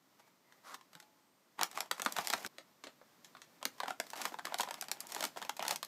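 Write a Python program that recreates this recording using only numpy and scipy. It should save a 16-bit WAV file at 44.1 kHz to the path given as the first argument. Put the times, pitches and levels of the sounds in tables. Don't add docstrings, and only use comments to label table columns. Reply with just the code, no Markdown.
import sys
import numpy as np
from scipy import signal
from scipy.fft import rfft, irfft, next_fast_len
from scipy.io import wavfile
from scipy.ndimage import uniform_filter1d

SR = 44100
rng = np.random.default_rng(int(sys.argv[2]) if len(sys.argv) > 2 else 0)


def dump(signal):
    limited = np.clip(np.atleast_2d(signal).T, -1, 1)
    pcm = np.round(limited * 32767).astype(np.int16)
    wavfile.write(sys.argv[1], SR, pcm)


N = 258867
TIME = np.arange(N) / SR

# start in seconds, level in dB, pitch in Hz.
TABLE_BUMPS = [(.952, -56.5, 167), (2.185, -56.5, 122), (2.338, -54.5, 122), (2.446, -58, 111),
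               (5.211, -65, 135)]
# start and length in seconds, then the relative levels
# in dB of the body (the lower rustle) and the fizz (the higher rustle).
FINGER_STROKES = [(1.576, 0.066, -50.5, -60), (1.69, 0.058, -67.5, -65.5), (1.743, 0.04, -54, -53),
                  (1.804, 0.065, -64, -69), (1.911, 0.09, -65, -62), (2.018, 0.18, -57, -58),
                  (2.16, 0.051, -47.5, -48.5), (2.227, 0.11, -56, -53), (2.331, 0.13, -55, -53.5),
                  (3.608, 0.016, -62, -74), (3.772, 0.09, -64, -68), (3.869, 0.045, -54, -57.5),
                  (4.029, 0.12, -72.5, -65), (4.152, 0.13, -50.5, -50.5), (4.311, 0.033, -67, -64),
                  (4.442, 0.114, -55, -64), (4.575, 0.04, -58, -48), (4.639, 0.15, -60.5, -63.5),
                  (4.804, 0.0507, -59.5, -64), (4.887, 0.18, -64.5, -70), (5.08, 0.054, -55.5, -53.5),
                  (5.138, 0.135, -54, -53), (5.363, 0.018, -52.5, -53), (5.411, 0.052, -57, -62.5),
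                  (5.592, 0.021, -47, -60), (5.619, 0.055, -56, -57), (5.691, 0.04, -47, -46),
                  (5.83, 0.031, -70, -65)]


def amp(db):
    return 10 ** (np.asarray(db) / 20)


def evened(x):
    return x / np.sqrt(np.mean(x ** 2) + 1e-20)


def value_at(points, hz):
    freqs, values = np.transpose(points)
    return np.interp(np.log(hz + 1), np.log(freqs + 1), values)


def colour(x, points):
    size = next_fast_len(N + 4096)
    gain = amp(value_at(points, np.fft.rfftfreq(size, 1 / SR)))
    return irfft(rfft(x, size) * gain, size)[:N]


def add(mix, start, sound):
    part = mix[round(start * SR):][:len(sound)]
    part += sound[:len(part)]


def gesture(start, length, attack_s, release_s):
    age = TIME - start
    rise = np.clip(age / attack_s, 0, 1)
    return rise * np.exp(-np.clip(age - length, 0, 30 * release_s) / release_s)


def background(level_db, waver_db, size=4096):
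    # frequency in Hz, relative level in dB.
    air_tone = [(25, -31), (60, -26.5), (110, -15), (160, -8.5), (250, -7), (420, -11), (600, -13),
                (740, -17), (1050, -15.5), (1400, -16.5), (1900, -21.5), (2700, -22), (8000, -27),
                (9300, -29), (11000, -31.5), (14800, -23), (16000, -25)]
    # time in seconds, boost in dB.
    swell = [(0, 0), (1.5, 0.5), (2.75, 2.5), (3.55, 5.5), (5.87, 7.5)]
    waver = evened(uniform_filter1d(uniform_filter1d(rng.standard_normal(N), size), size))
    swell_db = np.interp(TIME, *np.transpose(swell))
    air = evened(colour(rng.standard_normal(N), air_tone))
    return air * amp(level_db + swell_db + waver_db * waver)


def friction(per_s, spread_db, smooth):
    sizes = amp(spread_db * np.minimum(rng.exponential(1, N), 3))
    slips = sizes * (rng.random(N) < per_s / SR)
    power = signal.lfilter([1], [1, -np.exp(-1 / (0.00043 * SR))], slips ** 2)
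    bursts = rng.standard_normal(N) * np.sqrt(power)
    return evened(bursts) + smooth * rng.standard_normal(N)


def card_scrapes():
    # start in seconds, length in seconds, level in dB.
    slides = [(0.0, 0.18, -84), (0.182, 0.021, -53.5), (0.259, 0.021, -59), (0.445, 0.12, -78),
              (0.628, 0.123, -54), (0.904, 0.076, -67.5)]
    # frequency in Hz, relative level in dB.
    card_tone = [(59, -64), (100, -34), (192, -12), (236, -8), (367, -14), (407, -5.5), (620, -8),
                 (1320, -3.5), (2370, -16), (5150, -18.5), (15000, -26)]
    fibres = friction(per_s=2400, spread_db=5, smooth=0.9)
    speed = sum(amp(db) * gesture(start, length, attack_s=0.048, release_s=0.0059)
                for start, length, db in slides)
    return evened(colour(fibres, card_tone)) * speed


def card_squeaks(width_hz):
    # start in seconds, length in seconds, level in dB, pitch in Hz.
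    squeaks = [(0.2, 0.097, -81, 2230), (0.432, 0.17, -80.5, 2010), (0.645, 0.1, -56.5, 1250)]
    out = np.zeros(N)
    narrow = signal.butter(2, width_hz / 2, fs=SR, output="sos")
    for start, length, db, hz in squeaks:
        flutter = signal.sosfilt(narrow, rng.standard_normal(N) + 1j * rng.standard_normal(N))
        note = evened((flutter * np.exp(2j * np.pi * hz * TIME)).real)
        out += amp(db) * gesture(start, length, attack_s=0.015, release_s=0.009) * note
    return out


def pops(rows, tone_db, jump, stretch, panel_share, panel_cycles, size=2048):
    # low edge in Hz, high edge in Hz.
    bands = [(200, 450), (450, 1600), (1600, 4000), (4000, 8000), (8000, 16500)]
    ring_times = [0.0053, 0.002, 0.0011, 0.00014, 0.00028]
    bright_lift = [0.17, 0.039, 0.66, 1.22, 1.43]
    out, t = np.zeros(N), np.arange(size) / SR
    filters = [signal.butter(3, band, btype="band", fs=SR, output="sos") for band in bands]
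    level_scale = np.sqrt(0.01 * SR / size)
    for start, body_db, bright_db, bass_db, hz, slip_s in rows:
        band_db = body_db + np.array(tone_db) + bright_db * np.array(bright_lift)
        band_db[0] += bass_db
        slips = rng.standard_normal(size) * np.exp(0.5 * rng.standard_normal(size))
        sound = np.zeros(size)
        for k, (sos, db, ring_s) in enumerate(zip(filters, band_db, ring_times)):
            run = slips * np.exp(-t / (stretch * slip_s + ring_s))
            run[0] = jump
            part = evened(signal.sosfilt(sos, run))
            if k == 1:
                age = t * hz / (panel_cycles * rng.uniform(0.51, 1.62))
                bent_hz = hz * (1 + 0.14 * rng.standard_normal() * (np.exp(-age) - 0.5))
                envelope = np.exp(-age) - np.exp(-5 * age)
                panel = envelope * np.sin(2 * np.pi * np.cumsum(bent_hz) / SR)
                part = evened(np.sqrt(1 - panel_share) * part + np.sqrt(panel_share) * evened(panel))
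            sound += amp(db) * part
        add(out, start, level_scale * sound)
    return out


def card_taps():
    # start in seconds, body level in dB, brightness and bass in dB against the body,
    # panel pitch in Hz, slip time in seconds before stretching.
    taps = [(0.5231, -63, -6, -18, 1670, 0.0026), (0.7433, -52, -0.5, -10, 1040, 0.003),
            (0.8109, -61.5, -6, -23, 1070.0, 0.0013), (0.9315, -64, -1, -11, 1200, 0.0017),
            (0.9519, -57, -3, -8, 1540, 0.00092), (1.0006, -62, 2.5, -12, 1440.0, 0.0014),
            (1.0251, -64.5, -3, -18, 840, 0.0035)]
    # a boost or cut in dB for each of the five ranges, low to high.
    tap_tone = [0.5, -0.5, 0.5, -0.2, -4.5]
    return pops(taps, tap_tone, jump=1.8, stretch=1.6, panel_share=0.64, panel_cycles=4.3)


def table_thumps(decay_s, size=8192):
    out, t = np.zeros(N), np.arange(size) / SR
    swell = t / decay_s * np.exp(1 - t / decay_s)
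    for start, db, hz in TABLE_BUMPS:
        add(out, start, amp(db) * swell * np.sin(2 * np.pi * hz * t))
    return out


def faint_ring(hz, db, fade_s):
    age = np.maximum(TIME - TABLE_BUMPS[0][0], 0)
    return amp(db - 60 * age / fade_s) * np.sin(2 * np.pi * hz * age)


def whistle(gain_db, waver_hz):
    # time in seconds, pitch in Hz, level in dB before gain_db is added.
    path = [(1.12, 9221, -97), (1.142, 9359, -96), (1.242, 7950, -87), (1.348, 8803, -88),
            (1.57, 8500, -94)]
    times, hz, db = np.transpose(path)
    waver = evened(uniform_filter1d(rng.standard_normal(N), 128))
    pitch = np.interp(TIME, times, hz) + waver_hz * waver
    sounding = (TIME > times[0]) & (TIME < times[-1])
    level = sounding * amp(np.interp(TIME, times, db) + gain_db)
    return level * np.sin(2 * np.pi * np.cumsum(pitch) / SR)


def film_rustle(body_gain_db, fizz_gain_db):
    # frequency in Hz, relative level in dB.
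    body_tone = [(70, -66), (170, 0.5), (400, -1), (850, 4.5), (1600, -3), (3000, -3), (6000, -38.5)]
    fizz_tone = [(1200, -49), (3200, 4.5), (6500, 5), (10000, -0.5), (15000, 2)]
    body = evened(colour(friction(per_s=490, spread_db=4, smooth=1), body_tone))
    fizz = evened(colour(friction(per_s=900, spread_db=3, smooth=0.55), fizz_tone))
    out = np.zeros(N)
    for start, length, body_db, fizz_db in FINGER_STROKES:
        push = gesture(start, length, attack_s=0.014, release_s=0.017)
        out += push * (body * amp(body_db + body_gain_db) + fizz * amp(fizz_db + fizz_gain_db))
    return out


def small_creases(per_s, spread_db, bass_db, slip_s, follow, count=16):
    rows, usual_db = [], np.mean([stroke[2] for stroke in FINGER_STROKES])
    for start, length, body_db, fizz_db in FINGER_STROKES:
        places, pitches = rng.random((2, count))
        sizes, colours = rng.standard_normal((2, count))
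        for k in range(count):
            age = (k + places[k]) / per_s
            if age < length:
                db = usual_db - 0.5 + follow * (body_db - usual_db) + spread_db * sizes[k]
                hz = np.interp(pitches[k], (0, 1), (610, 1250))
                bright_db = -7 + follow * (fizz_db - body_db) + spread_db * colours[k]
                rows.append((start + age, db, bright_db, bass_db, hz, slip_s))
    return rows


def film_crackle():
    # start in seconds, body level in dB, brightness and bass in dB
    # against the body, panel pitch in Hz, slip time in seconds before stretching.
    large = [(1.5922, -40, -12.5, -15, 1160.0, 0.0026), (1.6121, -34.5, -6, -11.5, 850, 0.0014),
             (1.6243, -35.5, -22, -11, 1160.0, 0.0044), (1.6326, -41, 6.5, -18, 1200, 0.00057),
             (1.7746, -39, -8, -18, 1220, 0.00073), (1.7843, -46.5, -8, -16, 750, 0.0027),
             (1.8053, -42.5, 2.5, -19, 764, 0.0016), (1.828, -49.5, -26, -25, 920, 0.003),
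             (1.9124, -35, -2.5, -15.5, 1370, 0.0025), (1.9973, -41.5, -6, -9, 1160.0, 0.0016),
             (2.019, -48.5, 6.5, -18, 1690, 0.0013), (2.0495, -63, 12.5, -23, 1150, 0.0026),
             (2.061, -30, -9.5, -8, 1290.0, 0.0023), (2.1234, -71, 21, -8, 710.0, 0.00076),
             (2.1656, -41.5, -3.5, -28, 1480, 0.001), (2.1856, -33.5, -11, -12.5, 725, 0.001),
             (2.2724, -46.5, 6.5, -15, 1560, 0.00027), (2.2831, -58, 8, -14, 770, 0.00092),
             (2.3009, -41.5, 2.5, -11, 850, 0.0019), (2.3286, -43, -1, -7.5, 840.0, 0.0021),
             (2.3355, -31.5, -5.5, -15, 1340.0, 0.002), (2.4476, -43.5, -6.5, -4, 1580, 0.0016),
             (2.4632, -54, 6.5, 0.5, 560.0, 0.0013), (3.6282, -45, -5.5, -13, 1040, 0.0013),
             (3.6533, -40, 3, -5.5, 1510, 0.0014), (3.8023, -37.5, -9, -31, 1120.0, 0.002),
             (3.8334, -37.5, -14, -13, 800, 0.0041), (3.858, -47, -16, -15, 1420, 0.0015),
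             (3.8809, -39, -10, -12.5, 790, 0.0015), (3.9061, -37.5, -15, -15, 780, 0.00067),
             (4.0001, -38, -2, -11.5, 640, 0.0013), (4.1332, -44, -9, -22, 920, 0.0032),
             (4.2155, -47.5, 3, -6.5, 1469, 0.0031), (4.2535, -37.5, -3, -14, 1205, 0.0028),
             (4.321, -51.5, -14, 2, 705, 0.0019), (4.3416, -43.5, -17, -9, 923, 0.0017),
             (4.3872, -44.5, -11.5, -17, 730, 0.0013), (4.3937, -44.5, -11.5, -14, 1140, 0.0017),
             (4.4527, -44, -1, -10, 1548, 0.0018), (4.4696, -45, -8, -13, 1144, 0.00092),
             (4.5231, -41.5, -20, -31, 948, 0.0022), (4.5431, -39, -3.5, -26, 742, 0.00063),
             (4.5853, -50.5, 5, -15, 710, 0.0045), (4.5979, -33.5, -15, -9.5, 950, 0.0034),
             (4.6075, -38, -0.5, -25, 1000, 0.001), (4.6161, -54, 6, -17, 975, 0.0013),
             (4.6325, -42.5, -4, -12, 936, 0.0025), (4.6752, -44.5, -25, -8, 990, 0.0019),
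             (4.6869, -45.5, -9, -21, 752, 0.0026), (4.7088, -43.5, -3.5, -26, 920.0, 0.0013),
             (4.742, -51.5, 1.5, -17, 1040, 0.00069), (4.8118, -60, 14, -8, 916, 0.00098),
             (4.8238, -47.5, -1, -23, 760.0, 0.0015), (4.8842, -54, 2.5, -7, 840.0, 0.0011),
             (4.9149, -47, 8, -11.5, 820, 0.0015), (5.0044, -67, 18, -13, 720, 0.0027),
             (5.0697, -85, 25, 17, 670.0, 0.0011), (5.1211, -64.5, 14, -3, 969, 0.0016),
             (5.1478, -55, 9, -6, 840, 0.0011), (5.1633, -41.5, -10, -8, 905, 0.0016),
             (5.2072, -44.5, 1, -8, 660.0, 0.0013), (5.2259, -41, -2.5, -12, 650.0, 0.0021),
             (5.2395, -40, 0, -10, 1307, 0.0025), (5.2515, -49, 6, -4, 940.0, 0.0011),
             (5.3615, -48.5, -15, -4, 660, 0.003), (5.3718, -44.5, -9, -18, 686, 0.0022),
             (5.4173, -46.5, -7, -23, 955, 0.0013), (5.4255, -45.5, -5.5, -14, 1650.0, 0.0013),
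             (5.4938, -38, -4, -16, 873, 0.0015), (5.5667, -57, 3.5, -16, 830.0, 0.0039),
             (5.5942, -40, -9.5, -14, 975, 0.0014), (5.6257, -40.5, -5, -20, 828, 0.0016),
             (5.651, -42, -7, -26, 934, 0.0022), (5.6654, -45, -6, -10, 810.0, 0.0019),
             (5.6805, -46, 7, -14, 943, 0.0014), (5.6929, -42.5, -5, -19, 770, 0.0019),
             (5.7087, -39, 1.5, -33, 870, 0.0022), (5.759, -51.5, 7, -27, 980, 0.0021),
             (5.829, -44, -1, -22, 1110, 0.0027), (5.8482, -71.5, 16, -18, 990.0, 0.0012)]
    # a boost or cut in dB for each of the five ranges, low to high.
    film_tone = [0.5, 0, 0, -0.13, -3.5]
    small = small_creases(per_s=38, spread_db=4, bass_db=-10, slip_s=0.0015, follow=0.51)
    return pops(list(large) + small, film_tone, jump=2.76, stretch=1.1,
                panel_share=0.54, panel_cycles=2.36)


def far_knocks(gain_db):
    # start in seconds, relative body level in dB, brightness and bass in dB against
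    # the body, panel pitch in Hz, slip time in seconds before stretching.
    knocks = [(2.5836, -52.5, -2.5, -10, 595, 0.00094), (2.8384, -53, -1, -2, 1110, 0.004),
              (2.8692, -52, -5.5, -5, 580, 0.0035), (3.0142, -56, -28, -14, 518, 0.0029),
              (3.2459, -68.5, 9, -17, 950, 0.0019), (3.255, -78, 6, -17, 1350.0, 0.0015),
              (3.3505, -54, -16, -11, 1190, 0.0011), (3.3685, -58.5, -8, -15, 1220.0, 0.0024),
              (3.4179, -61.5, 3.5, -18, 1400, 0.0012)]
    # a boost or cut in dB for each of the five ranges, low to high.
    knock_tone = [1.5, 1, 3.5, 0.3, -9]
    sound = pops(knocks, knock_tone, jump=4, stretch=1.36, panel_share=0.59, panel_cycles=1.76)
    return amp(gain_db) * sound


def room(x, early_db, tail_db, early_s=0.0047, turn_hz=3.7, size=16384, paths=3):
    # frequency in Hz, seconds to fade by 60 dB.
    fade_times = [(150, 0.29), (500, 0.16), (1500, 0.16), (4000, 0.14), (9000, 0.14), (13000, 0.13),
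                  (16000, 0.14)]
    t, out = np.arange(size) / SR, x.copy()
    for k in range(paths):
        near, far = rng.standard_normal((2, size)) * (rng.random((2, size)) < 9000 / SR)
        near *= (t > 0.002) * np.exp(-t / early_s)
        hz, age, spectrum = signal.stft(far * (t > 0.006), SR, nperseg=256)
        fade = amp(-60 * age / value_at(fade_times, hz)[:, None])
        tail = signal.istft(spectrum * fade, SR, nperseg=256)[1][:size]
        echoes = (amp(early_db) * evened(near) + amp(tail_db) * evened(tail)) / np.sqrt(size)
        facing = np.sqrt(2 / paths) * np.cos(2 * np.pi * (turn_hz * TIME + k / paths))
        out += signal.fftconvolve(x * facing, echoes)[:N]
    return out


def scene():
    cards = card_scrapes() + card_taps() + card_squeaks(width_hz=230)
    table = room(cards, early_db=-18, tail_db=-10.5) + faint_ring(hz=856, db=-67, fade_s=1.0)
    knocks = room(far_knocks(gain_db=-1), early_db=-9.5, tail_db=-6)
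    quiet = background(level_db=-70.5, waver_db=-0.83) + whistle(gain_db=4, waver_hz=70)
    film = film_rustle(body_gain_db=0.5, fizz_gain_db=-1) + film_crackle()
    handling = room(film, early_db=-15.5, tail_db=-12) + table_thumps(decay_s=0.007)
    handling *= (TIME < 2.476) | (TIME > 3.4179)
    return (table + handling + knocks + quiet)[None]


def record(dry):
    # frequency in Hz, boost or cut in dB.
    mic_tone = [(70, -6.5), (140, -1.5), (230, -2.5), (320, -1), (480, -3.5), (630, 1.5), (1000, 2),
                (1500, -1), (1950, 3), (2700, -0.5), (4400, 2), (5200, 2.5), (7000, 1.5), (9500, -1),
                (12500, 2.5), (15500, -8)]
    treble_cut = signal.firwin(255, 15600, window=("kaiser", 7), fs=SR)
    return signal.oaconvolve(colour(dry[0], mic_tone), treble_cut, "same")[None]


dry = scene()
out = record(dry)
dump(out)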